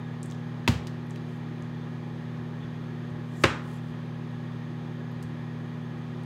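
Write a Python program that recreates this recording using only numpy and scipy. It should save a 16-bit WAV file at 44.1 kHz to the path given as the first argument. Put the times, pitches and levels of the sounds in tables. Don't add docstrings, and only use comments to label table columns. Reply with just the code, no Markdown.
import sys
import numpy as np
from scipy import signal
from scipy.fft import rfft, irfft
from scipy.io import wavfile
from scipy.ndimage import uniform_filter1d

SR = 44100
rng = np.random.default_rng(int(sys.argv[2]) if len(sys.argv) > 2 else 0)


def attenuation_scalar(level_db):
    decades = np.asarray(level_db, float) / 20
    return 10 ** decades


def wav_record(signal):
    frames = np.transpose(np.atleast_2d(signal))
    bounded = np.clip(frames, -1, 1)
    quanta = np.round(bounded * 32767).astype(np.int16)
    wavfile.write(sys.argv[1], SR, quanta)


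N = 275625

MAINS_HZ = 60.007
# multiple of the mains, level in dB.
BUZZ_LINES = [(2, -41), (3, -51.5), (4, -41.5), (5, -64), (6, -56), (7, -60), (8, -60.5), (10, -64),
              (82, -84.5), (102, -92), (104, -82.5), (108, -83.5), (120, -89), (170, -89.5)]
# frequency in Hz, level in dB.
FAINT_LINES = [(600, -92), (1200, -96), (2500, -85), (4000, -86), (5500, -100), (7000, -102), (9000, -108),
               (11000, -109), (15500, -114)]
# frequency in Hz, level in dB.
FAN_TONES = [(157.08, -39), (314.16, -62), (570.5, -69), (706.9, -68), (785.4, -67), (826, -69),
             (1099.6, -67), (1256.7, -71)]

# start in seconds, crack level in dB, ring level in dB.
TUB_CONTACTS = [
    (.6770, -11, -7),
    (.6800, -14.5, -28),
    (.6842, -12.5, -19),
]
# start in seconds, crack level in dB, ring level in dB.
HARD_CONTACTS = [
    (3.4360, -35, -23),
    (3.4377, -7, -16),
    (3.4396, -8, -5.5),
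    (3.4425, -20.5, -10.5),
    (3.4445, -15, -11),
    (3.454, -19, -17.5),
    (3.467, -37, -33),
]
# frequency in Hz, level in dB, 60 dB decay time in seconds.
TUB_MODES = [(360, -15.5, 0.045), (925, -19.5, 0.068), (2040, -12, 0.013), (2470, -2.5, 0.0068),
             (2720, -9, 0.0061), (3250, -7.5, 0.0082)]
# frequency in Hz, level in dB, 60 dB decay time in seconds.
HARD_MODES = [(350, 1.5, 0.032), (527, -2.5, 0.091), (1070, -13.5, 0.069), (1287, -7, 0.03),
              (1552, 5, 0.017), (2270, -5, 0.0084), (3590, -1, 0.0086)]
# frequency in Hz, level in dB per Hz.
TUB_CRACK_SPECTRUM = [(80, -19), (300, 0.5), (650, -1), (1500, -6.5), (2600, -4.5), (4500, -9.5),
                      (7800, -17.5), (9000, -23.5), (16000, -28)]
# frequency in Hz, level in dB per Hz.
HARD_CRACK_SPECTRUM = [(80, -28), (300, 3), (750, -5.5), (1200, 2), (2500, -3), (3600, -9.5), (5000, -15),
                       (8000, -21), (10500, -35), (16000, -42)]
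# start in seconds, strength in dB, extra level of the upper modes in dB.
COUNTER_THUDS = [(.683, -17, -1), (.749, -34, -7), (1.172, -48, -5), (1.602, -48, -14), (2.379, -41, -13),
                 (2.627, -47, -5), (3.103, -40, -14), (3.441, -23, -7), (3.892, -42, -8), (5.145, -44, -12),
                 (5.236, -41, -11)]
# frequency in Hz, level in dB, 60 dB decay time in seconds.
COUNTER_MODES = [(75.3, -11, 0.3), (108.8, 1, 0.14), (141.6, -10, 0.23), (181.4, -8, 0.14),
                 (240.3, 5.5, 0.072), (312, -24, 0.24)]

# start in seconds, peak level in dB, centre in Hz.
LID_TICKS = [(.2306, -36.5, 7650), (.2594, -47, 8700), (.3015, -48, 5800), (.312, -44, 6500),
             (.322, -46, 3380), (.3472, -56, 5000), (.877, -47, 3970), (1.067, -61, 11000),
             (1.099, -56, 10000), (1.108, -46, 6840), (1.177, -53, 4240), (1.361, -66, 10000),
             (1.6238, -52.5, 6760), (2.3741, -56, 5000), (3.103, -63, 7500), (5.117, -61, 12000),
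             (5.238, -62, 8000), (6.235, -57, 9000)]
# start in seconds, peak level in dB, centre in Hz.
FINGER_TAPS = [
    (.8708, -36.5, 3450),
    (1.1599, -43.5, 2600),
    (5.2271, -43.5, 6300),
]
TICK_SPREAD, TICK_T60_S = 0.38, 0.023
TAP_SPREAD, TAP_T60_S = 1.3, 0.046
# start of full contact in seconds, hold in seconds, level in dB.
HAND_STROKES = [
    (1.29, .08, -74),
    (3.26, .04, -82),
    (3.335, .02, -72),
    (3.38, .01, -79),
    (3.43, .02, -56),
    (3.668, .095, -65.5),
    (3.86, .05, -73),
]
BRUSH_RISE_DB_PER_S, BRUSH_FALL_DB_PER_S = 260, 420
# start in seconds, length in seconds, centre in Hz,
# width in Hz, level in dB.
PLASTIC_SQUEAKS = [(2.599, 0.063, 3480, 300, -59), (3.329, 0.14, 7300, 1300, -64),
                   (3.64, .085, 9100, 300, -76), (3.722, .05, 10600, 400, -77),
                   (3.73, 0.071, 7300, 500, -72), (3.77, 0.031, 12200, 400, -82)]

# frequency in Hz, level in dB per Hz.
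AIR_SPECTRUM = [(25, -42), (45, -5.5), (75, -6.5), (110, 3), (200, -4), (300, -6), (650, -12),
                (1300, -14.5), (2100, -18), (3000, -27), (4500, -29), (7500, -40.5), (10000, -44.5),
                (16000, -49.5)]
AIR_DB = -45.5
# frequency in Hz, width in Hz, lift in dB.
DUCT_RESONANCES = [(356.7, 99, 10), (547.7, 19.4, 10.5), (828.4, 25, 11), (1013, 400, 5), (1236, 16.6, 11),
                   (1693, 91, 9), (1865, 88, 8.5), (2390, 86, 5), (3336, 1100, 8.5), (5100, 440, 0),
                   (6600, 280, 5)]
# frequency in Hz, 60 dB decay time in seconds.
KITCHEN_DECAY = [(100, 0.55), (500, 0.51), (1200, 0.49), (3000, 0.37), (7000, 0.34), (10000, 0.27),
                 (15000, 0.25)]


def read(points, hz):
    f, value = np.transpose(points)
    return np.interp(np.log(hz + 1), np.log(f + 1), value)


def evened(x):
    return x / np.sqrt(np.mean(x ** 2) + 1e-20)


def add(mix, s, sound):
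    part = mix[round(s * SR):][:len(sound)]
    part += sound[:len(part)]


def coloured(size, gain):
    spectrum = rfft(rng.standard_normal(size)) * gain(np.fft.rfftfreq(size, 1 / SR))
    return evened(irfft(spectrum, size))


def resonance(hz, centre, width):
    return 1 / (1 + (2 * (hz - centre) / width) ** 2)


def click(gain):
    log_gain = np.log(gain(abs(np.fft.fftfreq(4096, 1 / SR))) + 1e-5)
    pulse = np.fft.ifft(np.exp(np.conj(signal.hilbert(log_gain)))).real
    return pulse / abs(pulse).max()


def ring(modes, rise_s):
    t = np.arange(SR // 3) / SR
    x = np.zeros(len(t))
    for k, (hz, db, t60) in enumerate(modes):
        x += (-1) ** k * attenuation_scalar(db - 60 * t / t60) * np.sin(2 * np.pi * hz * t)
    x = x * (1 - np.exp(-t / rise_s)) ** 2
    return x / abs(x).max()


def echoed(x, room_db):
    taps = np.zeros(SR // 3)
    at = np.arange(120, len(taps) - 12, 12)
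    taps[at + rng.integers(0, 12, len(at))] = rng.choice([-1., 1.], len(at))
    hz, t, z = signal.stft(taps, SR, nperseg=256)
    decay = attenuation_scalar(-60 * t / read(KITCHEN_DECAY, hz)[:, None])
    tail = signal.istft(z * decay, SR, nperseg=256)[1]
    tail = attenuation_scalar(room_db) * tail / np.linalg.norm(tail)
    return signal.fftconvolve(x, np.r_[1, tail[1:]])


def hum():
    order = np.arange(11, 262)
    faint_db = read(FAINT_LINES, order * MAINS_HZ) + 3.3 * rng.standard_normal(len(order))
    levels = dict(zip(order, faint_db))
    levels |= {round(k): db for k, db in BUZZ_LINES}
    turn, t = np.linspace(0, 1, 16385), np.arange(N) / SR
    cycle = sum(attenuation_scalar(db) * np.cos(2 * np.pi * (k * turn + rng.random())) for k, db in levels.items())
    buzz = np.interp(MAINS_HZ * t % 1, turn, cycle)
    fan = sum(attenuation_scalar(db) * np.cos(2 * np.pi * (hz * t + rng.random())) for hz, db in FAN_TONES)
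    return np.sqrt(2) * (buzz + fan)


def knock(contacts, modes, crack, rattle_db, room_db):
    out, rings, t = np.zeros(N), np.zeros(N), np.arange(4096) / SR
    rattle_shape = np.exp(-t / 0.003) * np.minimum(t / 0.0006, 1)

    def colour(hz):
        return attenuation_scalar(read(crack, hz))

    for s, db, ring_db in contacts:
        add(out, s, attenuation_scalar(db) * echoed(click(colour), room_db))
        add(out, s, attenuation_scalar(db + rattle_db) * coloured(4096, colour) * rattle_shape)
        add(rings, s, attenuation_scalar(ring_db) * ring(modes, 0.0004))
    return out + echoed(rings, -20.5)[:N]


def thuds():
    out = np.zeros(N)
    for s, db, upper_db in COUNTER_THUDS:
        modes = [(hz, d + upper_db * (hz > 150), t60) for hz, d, t60 in COUNTER_MODES]
        add(out, s, attenuation_scalar(db + 7) * ring(modes, 0.0055))
    return out


def ticks():
    spikes, fizz, t = np.zeros(N), np.zeros(N), np.arange(4096) / SR
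    kinds = (LID_TICKS, TICK_SPREAD, TICK_T60_S), (FINGER_TAPS, TAP_SPREAD, TAP_T60_S)
    for rows, spread, t60 in kinds:
        for s, db, centre in rows:
            def colour(hz):
                low_cut = (hz / 1500) ** 2 / (1 + (hz / 1500) ** 2)
                return low_cut * (0.027 + resonance(hz, centre, spread * centre))

            add(spikes, s, attenuation_scalar(db + 6.5) * click(colour))
            add(fizz, s, attenuation_scalar(db - 7 - 60 * t / t60) * coloured(4096, colour))
    return echoed(spikes, -5.0)[:N] + fizz


def brushes():
    t, strokes = np.arange(N) / SR, np.zeros(N)
    for s, hold, db in HAND_STROKES:
        rise_db = BRUSH_RISE_DB_PER_S * np.maximum(s - t, 0)
        fall_db = BRUSH_FALL_DB_PER_S * np.maximum(t - s - hold, 0)
        strokes += attenuation_scalar(db - rise_db - fall_db)
    hiss = coloured(N, lambda hz: (hz / 6000) ** 2.5 / (1 + (hz / 6000) ** 4.5))
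    grain_db = 1.7 * evened(uniform_filter1d(rng.standard_normal(N), 200))
    return strokes * hiss * attenuation_scalar(grain_db)


def squeaks():
    out = np.zeros(N)
    for s, length, centre, width, db in PLASTIC_SQUEAKS:
        squeak = coloured(8192, lambda hz: resonance(hz, centre, width))[:round(length * SR)]
        add(out, s, attenuation_scalar(db) * squeak * signal.windows.tukey(len(squeak), 0.7))
    return out


def air():
    frames, hz = N // 512 + 5, np.fft.rfftfreq(2048, 1 / SR)
    real, imag, patches = rng.standard_normal((frames, 1025, 3)).T
    patches = uniform_filter1d(patches, 20, 0)
    patches = evened(uniform_filter1d(patches, 6, 1))
    swell = evened(uniform_filter1d(rng.standard_normal(frames), 12))
    shape_db = read(AIR_SPECTRUM, hz)
    for centre, width, lift_db in DUCT_RESONANCES:
        shape_db = shape_db + lift_db * resonance(hz, centre, width)
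    z = (real + 1j * imag) * attenuation_scalar(shape_db[:, None] + 0.71 * patches + 0.22 * swell)
    return attenuation_scalar(AIR_DB) * evened(signal.istft(z, nperseg=2048, noverlap=1536)[1][:N])


def scene():
    tub = knock(TUB_CONTACTS, TUB_MODES, TUB_CRACK_SPECTRUM, rattle_db=-9, room_db=-0.12)
    hard = knock(HARD_CONTACTS, HARD_MODES, HARD_CRACK_SPECTRUM, rattle_db=-2.5, room_db=2.26)
    handling = tub + hard + thuds() + ticks() + brushes() + squeaks()
    return (hum() + handling + air())[None]


def band_limit(x):
    return signal.sosfilt(signal.butter(12, 16500, fs=SR, output="sos"), x)


def record(dry):
    bass_cut = signal.butter(2, 45, "high", fs=SR, output="sos")
    top_cut = signal.firwin(511, 15900, window=("kaiser", 6), fs=SR)
    lean = signal.sosfilt(bass_cut, dry)
    lean = signal.oaconvolve(lean, top_cut[None], "same")
    return band_limit(lean)


dry = scene()
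out = record(dry)
wav_record(out)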